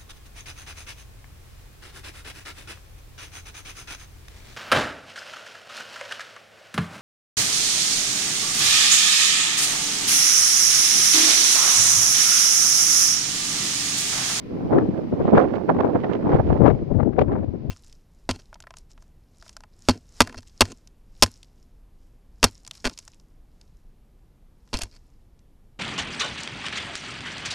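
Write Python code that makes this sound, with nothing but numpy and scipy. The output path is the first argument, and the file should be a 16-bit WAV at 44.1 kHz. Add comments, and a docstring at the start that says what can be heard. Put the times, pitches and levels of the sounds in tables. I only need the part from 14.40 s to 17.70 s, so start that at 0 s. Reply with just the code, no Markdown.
"""Gusty wind on an open hillside, right on the two microphone ports of a slowly turning phone.
From the start, eddies at each port roar louder and brighter as the flow quickens, with a fine grit on top;
short buffets strike both ports at once. From about two seconds the left port rumbles in heavy turbulence
and pops a few times; one thin click sounds on both sides. The right then falls into shelter, bar one
late gust. Throughout, a faint hiss of wind in dry grass lies in the distance."""
import sys
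import numpy as np
from scipy import signal
from scipy.fft import rfft, irfft
from scipy.io import wavfile

SR = 44100
rng = np.random.default_rng(int(sys.argv[2]) if len(sys.argv) > 2 else 0)


def pcm_store(signal):
    """Save signal as 16-bit PCM."""
    levels = np.round(np.clip(np.atleast_2d(signal), -1, 1) * 32767)
    wavfile.write(sys.argv[1], SR, levels.astype(np.int16).T)


N = 145530

# The air stream at each port. Each row: time in seconds, strength in dB.
LEFT_STREAM = [(0.0, -42), (0.14, -21), (0.28, -21.5), (0.42, -10.5), (0.53, -23), (0.68, -21), (0.85, -27),
               (1.02, -3), (1.1, -20.5), (1.25, -29), (1.36, -9.5), (1.6, -19.5), (1.79, -17), (1.92, -2.5),
               (1.99, -8), (2.04, -27), (2.11, -5), (2.17, -20), (2.3, 6), (2.39, -24), (2.48, -24.5),
               (2.53, -12), (2.73, -22), (2.86, -17.5), (2.95, -6.5), (3.1, -26.5), (3.29, -31)]
RIGHT_STREAM = [(0.0, -46), (0.13, -12), (0.28, -12.0), (0.4, -7.5), (0.52, -18), (0.58, -4.5), (0.66, -23),
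                (0.85, -8.5), (1.0, 5), (1.08, -5.5), (1.25, -10), (1.4, -3), (1.6, -6), (1.81, -9.5),
                (1.93, 2.5), (1.99, 1.5), (2.04, -10), (2.11, 2.5), (2.2, -6.5), (2.3, -12), (2.47, -29.5),
                (2.76, -36), (2.81, 4), (2.87, -22.5), (2.92, -7), (3.09, -30), (3.29, -37)]
# Buffets on top of it. Each row: centre and length in seconds, strength added left and right in dB,
# brightness in dB per octave.
PORT_BUFFETS = [ (0.242, 0.049, 11, 0, -5.5), (0.349, 0.074, 20, 15, -3.5), (0.387, 0.016, 9.5, 8.5, 2),
                (0.45, 0.068, 9.5, 6, -6), (0.49, 0.012, 9, 13, -7.5), (0.592, 0.018, 7, 5, -7),
                (0.734, 0.033, 15, 10.5, -3), (0.808, 0.052, 24.5, 9.5, -2.5),
                (0.853, 0.011, 27.5, 11.5, -8), (0.884, 0.026, 26.5, 13.5, -4.5),
                (0.938, 0.036, 21, 12.5, -7.5), (0.95, 0.0086, 11, 1.5, 3.5),
                (0.981, 0.036, 17.5, 7.5, -0.5), (1.166, 0.021, 20.5, -2.5, 2.5),
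                (1.296, 0.019, 22, 15, 1.3), (1.317, 0.018, 17.5, 8.5, 0), (1.367, 0.0075, 9.5, 7.5, -2),
                (1.407, 0.016, 11.5, 6.5, 3.5), (1.454, 0.035, 12.5, 8, -1), (1.556, 0.027, 25.5, 12.5, -1),
                (1.644, 0.046, 7, 4, 2), (1.7, 0.013, 13, 3.5, 0), (1.732, 0.075, 2, 3, 2),
                (1.855, 0.02, 6, 8, -4.5), (1.872, 0.01, 11, 3, -6.5), (2.215, 0.033, 22.5, -4, -6.5),
                (2.261, 0.013, 12, 1, 0), (2.278, 0.019, 10.5, 5, 1.5), (2.425, 0.015, 17, 11, -6),
                (2.511, 0.016, 14, 2, -10.5), (2.602, 0.028, 15.5, 2.5, -0.5),
                (2.633, 0.0074, 13.5, -4.5, 3), (2.675, 0.044, 16.5, -5, -6),
                (2.79, 0.027, 28.5, 3.5, -2.5), (2.822, 0.043, 17, -3.5, -4.5),
                (3.044, 0.01, 22.5, 4, -3.5), (3.147, 0.027, 18.5, -6, -4.5)]

def gusts():
    """Air swells in short buffets: gives the flow at both ports in dB and the tilt of their roar."""
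    flow, tilt = np.array([curve(LEFT_STREAM), curve(RIGHT_STREAM)]), 0
    for when, length, left_db, right_db, bright_db in PORT_BUFFETS:
        swell = bell(when, length)
        flow = flow + np.array([[left_db], [right_db]]) * swell
        tilt = tilt + bright_db * swell
    return flow, tilt


# Wind right on the microphone. Each row: frequency in Hz, density in dB per Hz at a flow of 0 dB,
# dB gained per dB of flow.
ROAR_SPECTRUM = [(25.2, -78.5, 1.3), (59.4, -57, 0.1), (113, -49, 0.46), (216, -44.5, 0.44),
                 (323, -42, 0.92), (498, -46, 0.5857), (783, -52.5, 1.13), (1596, -70, 1.1638),
                 (2240, -79, 0), (2900, -93, 0.8), (4300, -102, 1.8), (7800, -122, 1)]
FLUTTER_PER_S, FLUTTER_DB = 64, 1.79  # unsteadiness of the flow
EDDY_PER_S, EDDY_DB = 337, 2.5  # single eddies passing the port
CRACKLE_PER_S, CRACKLE_DB, CRACKLE_HZ = 220, 7, 1650  # the smallest eddies roughen the treble
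WAVER_PER_S, WAVER_DB = 69, 2.5  # each octave wavers on its own

def port_roar(flow, tilt, pivot_hz=515):
    """Turbulence at one port: each octave follows the fluttering flow with its own steepness."""
    stream = flow + FLUTTER_DB * wander(FLUTTER_PER_S) + EDDY_DB * wander(EDDY_PER_S)
    crackle = CRACKLE_DB * wander(CRACKLE_PER_S)
    eddies, roar = rfft(noise(ROAR_SPECTRUM)), 0
    for hz in 25 * 2. ** np.arange(9):
        octave = np.maximum(1 - np.abs(np.log2(bins() / hz)), 0)
        db = at_pitch(hz, ROAR_SPECTRUM, column=2) * stream
        db += tilt * max(np.log2(hz / pivot_hz), -1)
        db += WAVER_DB * wander(WAVER_PER_S)
        db += crackle * hz ** 2 / (hz ** 2 + CRACKLE_HZ ** 2)
        roar = roar + irfft(eddies * octave, N) * undb(db)
    return roar


# Heavy turbulence on the left port. Each row: time in seconds, level in dB.
RUMBLE_LEVEL = [(1.90, -65), (1.945, -5), (1.975, -28), (2.005, -11.5), (2.04, -28.5), (2.10, -18),
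                (2.18, -20.5), (2.25, -11.5), (2.39, -18), (2.48, -25.5), (2.51, -15.5), (2.57, -19.5),
                (2.73, -21), (2.80, -17), (2.87, -24.5), (3.18, -31.5), (3.29, -23.5)]
# Its colour. Each row: frequency in Hz, relative level in dB.
RUMBLE_SPECTRUM = [(18, -8.5), (35, 0), (70, 7), (130, 7.5), (220, -2), (400, -9), (800, -20),
                   (2000, -100.5)]

def rumble(throb_per_s=54, throb_db=4):
    """Large slow eddies throb on the left port."""
    air = noise(RUMBLE_SPECTRUM)
    return air / air.std() * undb(curve(RUMBLE_LEVEL) + throb_db * wander(throb_per_s))


# Pops on the left port. Each row: centre in seconds, length in seconds, level in dB.
EDDY_POPS = [(2.21, 0.017, -11), (2.247, 0.012, -8), (2.309, 0.0059, -19), (2.792, 0.0057, -9),
             (2.8166, 0.0062, -9), (2.822, 0.0049, -12)]
# Their colour. Each row: frequency in Hz, relative level in dB.
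POP_SPECTRUM = [(60, -16.5), (250, 0), (550, 5), (900, -8.5), (1500, -20.5), (3000, -21.5), (5500, -24.5),
                (7000, -32.5), (10000, -62)]

def pops(cycles=15.9):
    """Single tight eddies burst; a longer pop is duller, rolling off above cycles / length Hz."""
    air, bursts = rfft(noise(POP_SPECTRUM)), 0
    for when, length, db in EDDY_POPS:
        swell = bell(when, length)
        pop = irfft(air / (1 + (bins() * length / cycles) ** 4), N) * swell
        rms = np.sqrt(np.sum(pop ** 2) / np.sum(swell ** 2))
        bursts = bursts + undb(db) * pop / rms
    return bursts


# Fine grains of treble, close on the ports. Each row: frequency in Hz, relative level in dB.
GRIT_SPECTRUM = [(500, -19), (1500, 5), (3000, 0), (5500, -20.5), (7000, -22.5), (9000, -33)]
# Raspy flares of the grains. Each row: centre and length in seconds, left and right level in dB.
GRIT_RASPS = [(0.868, 0.077, -53, -47.5), (0.975, 0.05, -45.5, -42), (1.009, 0.045, -60, -47),
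              (1.088, 0.006, -62, -32.5), (1.144, 0.049, -64, -44.5), (1.298, 0.01, -49, -50),
              (1.413, 0.0067, -53, -50), (1.62, 0.038, -65.5, -47), (1.735, 0.049, -61, -44.5),
              (1.94, 0.047, -65, -53.5), (2.082, 0.054, -60, -47.5), (2.28, 0.014, -40, -62.5),
              (2.804, 0.054, -52.5, -53.5)]
GRIT_PER_S, GRIT_SPREAD_DB, GRIT_DB = 1200, 8.5, (-62.5, -54)  # left, right at a flow of 0 dB

def grit(flow, port, clump_per_s=110, clump_db=1):
    """Dense tiny ticks of uneven size at one port, stronger in a faster stream and flaring in rasps."""
    sizes = undb(GRIT_SPREAD_DB * np.minimum(rng.exponential(size=N), 3))
    signs = rng.choice([-1, 1], N)
    strikes = rng.random(N) < GRIT_PER_S / SR
    ticks = sizes * signs * strikes * undb(clump_db * wander(clump_per_s))
    grains = irfft(rfft(ticks) * undb(at_pitch(bins(), GRIT_SPECTRUM)), N)
    flares = sum(undb(db[port]) * bell(when, length) for when, length, *db in GRIT_RASPS)
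    return grains / grains.std() * (undb(GRIT_DB[port] + np.minimum(flow, 2)) + flares)


# Dry grass, far off on the hillside. Each row: frequency in Hz, density in dB per Hz at 0 dB gain.
GRASS_SPECTRUM = [(30, -73), (300, -76), (600, -78.5), (870, -88.5), (1000, -77.5), (1150, -88.5),
                  (1600, -91), (2400, -91), (3500, -98), (5000, -100), (6500, -109), (8000, -123),
                  (15000, -124)]
# Its rise and fall. Each row: time in seconds, gain in dB.
GRASS_GAIN = [(0, 1.5), (.9, 0), (1.4, -1.5), (2.2, 0), (2.5, -4.5), (2.8, -10.5), (3.29, -6)]

def grass():
    """Distant wind hisses smoothly through the grass on both sides."""
    return np.array([noise(GRASS_SPECTRUM), noise(GRASS_SPECTRUM)]) * undb(curve(GRASS_GAIN))


def undb(db):
    """Decibels to gain."""
    return 10 ** (np.asarray(db) / 20)


def curve(rows):
    """Straight lines through (seconds, value) rows."""
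    return np.interp(np.arange(N) / SR, *np.array(rows, float).T)


def bell(when, length):
    """A smooth swell and fall around one moment."""
    return np.exp(-(2 * (np.arange(N) / SR - when) / length) ** 2)


def at_pitch(hz, rows, column=1):
    """One column of a table read on a log-frequency axis."""
    rows = np.array(rows, float)
    return np.interp(np.log(hz), np.log(rows[:, 0]), rows[:, column])


def bins():
    """Frequencies in Hz of the whole scene's spectrum."""
    return np.maximum(np.arange(N // 2 + 1) * SR / N, 1)


def noise(colour):
    """Noise with the given (Hz, dB per Hz) spectrum."""
    return irfft(rfft(rng.standard_normal(N)) * undb(at_pitch(bins(), colour)), N) * np.sqrt(SR / 2)


def wander(rate):
    """Smooth random drift: about `rate` turns a second, spread near 1, no far outliers."""
    drift = irfft(rfft(rng.standard_normal(N)) * np.exp(-(2 * bins() / rate) ** 2), N)
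    return 2 * np.tanh(drift / drift.std() / 2) * np.sqrt(np.pi / 2)


def scene():
    """Each port has its own turbulence up close; the hiss of the hillside lies behind both."""
    flow, tilt = gusts()
    left = port_roar(flow[0], tilt)
    right = port_roar(flow[1], tilt) * undb(-1.67)
    wind = np.array([left + rumble() + pops(), right])
    grains = np.array([grit(stream, port) for port, stream in enumerate(flow)])
    return wind + grains + grass()


# The phone's own faint hiss. Each row: time in seconds, level in dB before the top is cut.
PHONE_HISS = [(0, -72.5), (2.2, -76), (2.55, -84), (3.29, -81)]
KNEE, DULL_HZ, TOP_HZ = 5, 6900, 15700

def record(dry):
    """The phone rounds peaks, dulls the treble, adds hiss and one thin click, and cuts the top."""
    rounded = dry / (1 + np.abs(dry) ** KNEE) ** (1 / KNEE)
    dulled = signal.sosfilt(signal.butter(7, DULL_HZ, fs=SR, output="sos"), rounded)
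    click = undb(-53) * bell(when=2.229, length=0.001)
    hiss = (undb(curve(PHONE_HISS)) + click) * rng.standard_normal(dry.shape)
    return signal.sosfilt(signal.ellip(8, .2, 70, TOP_HZ, fs=SR, output="sos"), dulled + hiss)


dry = scene()
out = record(dry)
pcm_store(out)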